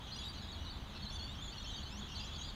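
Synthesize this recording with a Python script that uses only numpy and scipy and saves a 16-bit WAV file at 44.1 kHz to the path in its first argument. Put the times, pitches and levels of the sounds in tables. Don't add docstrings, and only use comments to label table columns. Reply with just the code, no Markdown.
import sys
import numpy as np
from scipy import signal
from scipy.fft import rfft, irfft
from scipy.io import wavfile

SR = 44100
rng = np.random.default_rng(int(sys.argv[2]) if len(sys.argv) > 2 else 0)


def inscribe(sig):
    pcm = np.round(np.clip(np.atleast_2d(sig).T, -1, 1) * 32767)
    wavfile.write(sys.argv[1], SR, pcm.astype(np.int16))


N = 112454

# start t/s, length t/s, pitch f/Hz at the start, one third, two thirds and the end,
# then level/dB of each strong harmonic from the first up, before CHIRP_DB
NEAR_CHIRPS = [(.110, .034, 3750, 4200, 4250, 4150, -53.5), (.120, .048, 4550, 4750, 4830, 4700, -55.5),
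               (.158, .024, 2780, 2850, 2970, 3060, -56, -56.5, -69),
               (.180, .040, 4750, 4830, 4700, 4550, -57.5),
               (.186, .044, 3290, 3400, 3410, 3380, -51.5, -62.5, -74),
               (.231, .058, 3450, 3740, 3800, 3850, -50.5, -68, -74),
               (.281, .030, 4720, 4650, 4610, 4580, -52, -69), (.376, .026, 4650, 4520, 4470, 4420, -56.5),
               (.411, .068, 1680, 1680, 1640, 1650, -66, -64, -66, -69),
               (.485, .028, 3650, 3750, 3800, 3830, -54.5, -74),
               (.510, .017, 3450, 3370, 3310, 3330, -56, -63), (.525, .025, 4600, 4430, 4300, 4180, -51),
               (.605, .098, 2910, 2950, 2930, 3200, -61.5, -67),
               (.644, .054, 4520, 4150, 3830, 3980, -55.5), (.696, .030, 4150, 4500, 4510, 4250, -51),
               (.722, .060, 3720, 3470, 3480, 3850, -60, -76), (1.019, .028, 4230, 4400, 4350, 4150, -52),
               (1.036, .030, 3250, 3250, 3130, 2900, -58, -69),
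               (1.051, .030, 4200, 4150, 4060, 4150, -50.5), (1.078, .030, 4200, 4400, 4370, 4150, -52),
               (1.100, .028, 2670, 2730, 2770, 2780, -65, -61),
               (1.102, .076, 3450, 3430, 3480, 3560, -53.5, -72),
               (1.122, .047, 3130, 3140, 3080, 2850, -64, -60, -70),
               (1.151, .022, 4500, 4530, 4500, 4400, -53), (1.180, .070, 3220, 3300, 3380, 3650, -55, -68),
               (1.193, .073, 4520, 4310, 4440, 4550, -51), (1.265, .069, 3450, 3540, 3700, 3950, -54, -70),
               (1.350, .032, 2720, 2740, 2880, 3000, -66, -65),
               (1.381, .072, 3230, 3240, 3530, 3400, -54.5, -65.5),
               (1.438, .034, 3350, 3380, 3460, 3420, -57, -59.5),
               (1.472, .042, 3450, 3290, 3540, 3600, -55, -62), (1.508, .042, 4330, 4500, 4600, 4560, -57),
               (1.527, .040, 2550, 2750, 2950, 3050, -60, -68), (1.567, .026, 4500, 4330, 4270, 4200, -53),
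               (1.568, .042, 2810, 2830, 2930, 2900, -62, -63.5),
               (1.598, .030, 3450, 3720, 3780, 3600, -57, -74),
               (1.625, .044, 3450, 2820, 2720, 3150, -62, -60),
               (1.667, .042, 3280, 3430, 3480, 3570, -55, -63.5),
               (1.707, .059, 3800, 3880, 3660, 4020, -52, -73),
               (1.712, .105, 2800, 3070, 3250, 3450, -60, -64), (1.760, .032, 4650, 4600, 4450, 4400, -52),
               (1.830, .020, 4450, 4430, 4380, 4300, -54), (1.878, .057, 3230, 3350, 3630, 3800, -61, -68),
               (1.901, .106, 2500, 2690, 2990, 3600, -62, -59.5),
               (2.007, .036, 3800, 3600, 3350, 3330, -53), (2.022, .055, 3280, 3350, 3450, 3480, -61, -70),
               (2.152, .040, 4750, 4520, 4330, 4200, -51), (2.152, .056, 3000, 3050, 3200, 3220, -60, -65),
               (2.174, .044, 3400, 3530, 3490, 3680, -54, -66), (2.196, .046, 4500, 4820, 4850, 4650, -53),
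               (2.225, .058, 2520, 2560, 2850, 3280, -66, -62),
               (2.237, .032, 3550, 3520, 3510, 3550, -56, -63), (2.268, .028, 3850, 4020, 3980, 3900, -54),
               (2.287, .090, 3270, 3390, 3440, 3400, -57.5, -68),
               (2.379, .056, 3280, 3260, 3290, 3370, -56, -57), (2.405, .056, 3780, 3900, 3970, 3850, -55),
               (2.430, .066, 4520, 4760, 4780, 4680, -57.5),
               (2.445, .066, 3520, 3500, 3600, 3850, -56, -70)]
# start t/s, length t/s, first pitch f/Hz, last pitch f/Hz, level/dB, overtone level/dB if strong
NEAR_RASPS = [(.068, .052, 3100, 2950, -58, -65), (.135, .026, 3080, 3330, -60, -66),
              (.236, .028, 4750, 4650, -57), (.328, .062, 3400, 2800, -57, -65.5),
              (.948, .034, 4030, 4250, -55), (.934, .05, 2710, 2835, -62, -70),
              (1.852, .042, 4000, 4450, -56), (2.085, .066, 2850, 2680, -61, -61),
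              (2.143, .035, 3950, 4400, -54.5, -72), (2.331, .047, 4400, 4520, -55),
              (2.39, .04, 3080, 2960, -58, -62), (2.475, .042, 4420, 4330, -55)]
# t/s, level/dB
FLOCK_COURSE = [(0, -57.5), (.2, -53), (.5, -55), (.82, -59.5), (.95, -57.5), (1.4, -58.5), (1.7, -52.5),
                (1.98, -57.5), (2.2, -51.5), (2.55, -56.5)]
# overtone f/Hz, level/dB added to FLOCK_OVERTONE_DB
OVERTONE_FADE = [(6500, 6), (7600, -12), (9400, -12)]
# f/Hz, relative level/dB per Hz
AIR_SPECTRUM = [(15, -14), (35, -1), (80, -1), (110, -8), (220, -12), (300, -17), (480, -24), (900, -20),
                (1500, -24), (2100, -28), (4400, -29), (5200, -39), (7000, -45.5), (8000, -47),
                (15500, -50)]
# f/Hz, level/dB
ENGINE_DRONE = [(76, -55.5), (139, -62.5), (210, -65)]
# centre t/s, width t/s, peak level/dB
LOW_SWELLS = [(1.045, 0.017, -48), (1.99, 0.054, -52.5)]

CHIRP_DB = 1.0
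BOUNCE_DB, BOUNCE_S = -9, .0045
ATTACK_S, RELEASE_S = .008, .0079
OVERHANG_S = .002
CHIRP_JITTER, CHIRP_JITTER_HZ = .008, 290
RASP_JITTER, RASP_JITTER_HZ = .052, 800
WARBLE, WARBLE_HZ = .0048, 55.1
FLUTTER_DB, FLUTTER_HZ = 2.4, 150
FAINT_DB = -29
WANDER_SIZE = 8192

FLOCK_CALLS, FLOCK_CALL_S = 130, .043
FLOCK_HZ, FLOCK_SPREAD, FLOCK_GLIDE = 3470, .105, .05
FLOCK_OVERTONE_DB, FLOCK_JITTER = -15.5, .016
FLOCK_RANGE_DB = 7.5
FLOCK_DIRECT = .75
ECHO_DB, ECHO_T60_S, ECHO_DELAY_S, ECHO_CUT_HZ = -9.5, .4, .0061, 6500

AIR_DB = -47.5
DRONE_WIDTH_HZ = 8.4
SWELL_HZ = 205.6
EDGE_HZ = 15700


def near_birds():
    return near_chirps() + near_rasps()


def near_chirps():
    out = np.zeros(N)
    for start, length, a, b, c, d, *levels_db in NEAR_CHIRPS:
        chirp = amp(CHIRP_DB) * call(length, [a, b, c, d], levels_db, CHIRP_JITTER, CHIRP_JITTER_HZ)
        add(out, start - OVERHANG_S, chirp)
        bounce_delay = BOUNCE_S * (.5 + rng.random())
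        add(out, start - OVERHANG_S + bounce_delay, amp(BOUNCE_DB) * chirp)
    return out


def near_rasps():
    out = np.zeros(N)
    for start, length, first, last, *levels_db in NEAR_RASPS:
        rasp = call(length, [first, last], levels_db, RASP_JITTER, RASP_JITTER_HZ)
        add(out, start - OVERHANG_S, rasp)
    return out


def call(length, pitches, levels_db, jitter, jitter_hz):
    t = np.arange(0, length + 2 * OVERHANG_S, 1 / SR)
    glide = np.polyfit(np.linspace(0, 1, len(pitches)), pitches, len(pitches) - 1)
    hz = np.polyval(glide, np.clip((t - OVERHANG_S) / length, 0, 1))
    warble = WARBLE * np.sin(2 * np.pi * (WARBLE_HZ * t + rng.random()))
    unsteadiness = jitter * wander(jitter_hz, WANDER_SIZE)[:len(t)]
    phase = 2 * np.pi * np.cumsum(hz * (1 + warble + unsteadiness)) / SR

    ramp = np.clip(np.minimum(t / ATTACK_S, (t[-1] - t) / RELEASE_S), 0, 1)
    gate = np.sin(np.pi / 2 * ramp) ** 2
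    flutter = unit(amp(FLUTTER_DB * wander(FLUTTER_HZ, WANDER_SIZE)[:len(t)]))

    harmonics_db = [*levels_db, levels_db[-1] + FAINT_DB]
    tone = sum(amp(db) * np.sin(k * phase) for k, db in enumerate(harmonics_db, start=1))
    return np.sqrt(2) * gate * flutter * tone


def trees(x):
    t = np.arange(SR // 2) / SR
    decay = amp(-60 * t / ECHO_T60_S)
    onset = np.clip(t / ECHO_DELAY_S - 1, 0, 1)
    tail = rng.standard_normal(len(t)) * decay * onset
    wet = signal.fftconvolve(x, tail / np.linalg.norm(tail))[:N]
    return signal.sosfilt(signal.butter(2, ECHO_CUT_HZ, fs=SR, output="sos"), wet)


def far_flock():
    out = np.zeros(N)
    for k in range(FLOCK_CALLS):
        length_draw, time_draw, level_draw = rng.random(3)
        pitch_draw, *glide_draws = rng.standard_normal(5)
        centre = FLOCK_HZ * np.exp(FLOCK_SPREAD * np.clip(pitch_draw, -2, 2))
        pitches = centre * np.exp(FLOCK_GLIDE * np.array(glide_draws))
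        levels_db = [0, FLOCK_OVERTONE_DB + read(OVERTONE_FADE, 2 * centre)]
        length = FLOCK_CALL_S * (.5 + length_draw)
        chirp = call(length, pitches, levels_db, FLOCK_JITTER, RASP_JITTER_HZ)
        start = (k + time_draw) / FLOCK_CALLS * (N / SR + FLOCK_CALL_S) - FLOCK_CALL_S
        add(out, start, amp(-FLOCK_RANGE_DB * level_draw) * chirp)
    blurred = unit(FLOCK_DIRECT * out + trees(out))
    return blurred * amp(np.interp(np.arange(N) / SR, *np.transpose(FLOCK_COURSE)))


def traffic():
    return rumble() + engine_drone() + low_swells()


def rumble():
    hz = np.fft.rfftfreq(N, 1 / SR)
    noise = irfft(rfft(rng.standard_normal(N)) * amp(read(AIR_SPECTRUM, hz)), N)
    return amp(AIR_DB) * unit(noise)


def engine_drone():
    t, out = np.arange(N) / SR, np.zeros(N)
    for f, db in ENGINE_DRONE:
        waver = wander(DRONE_WIDTH_HZ, N) + 1j * wander(DRONE_WIDTH_HZ, N)
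        out += amp(db) * (waver * np.exp(2j * np.pi * f * t)).real
    return out


def low_swells():
    t = np.arange(N) / SR
    hum = unit(np.sin(2 * np.pi * SWELL_HZ * t + wander(DRONE_WIDTH_HZ, N)))
    return hum * sum(amp(db) * np.exp(-((t - s) / width) ** 2) for s, width, db in LOW_SWELLS)


def amp(db):
    return 10 ** (np.asarray(db) / 20)


def unit(x):
    return x / np.sqrt(np.mean(abs(x) ** 2) + 1e-20)


def read(points, hz):
    f, value = np.transpose(points)
    return np.interp(np.log(hz + 1), np.log(f + 1), value)


def add(mix, s, sound):
    at = round(s * SR)
    sound = sound[max(-at, 0):]
    part = mix[max(at, 0):][:len(sound)]
    part += sound[:len(part)]


def wander(rate_hz, size):
    hz = np.fft.rfftfreq(size, 1 / SR)
    return unit(irfft(rfft(rng.standard_normal(size)) * np.exp(-(hz / rate_hz) ** 2), size))


def scene():
    birds = near_birds()
    echoes = amp(ECHO_DB) * trees(birds)
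    return (birds + echoes + far_flock() + traffic())[None]


def record(dry):
    lowpass = signal.firwin(511, EDGE_HZ, window=("kaiser", 9), fs=SR)
    return signal.oaconvolve(dry, lowpass[None], "same")


dry = scene()
out = record(dry)
inscribe(out)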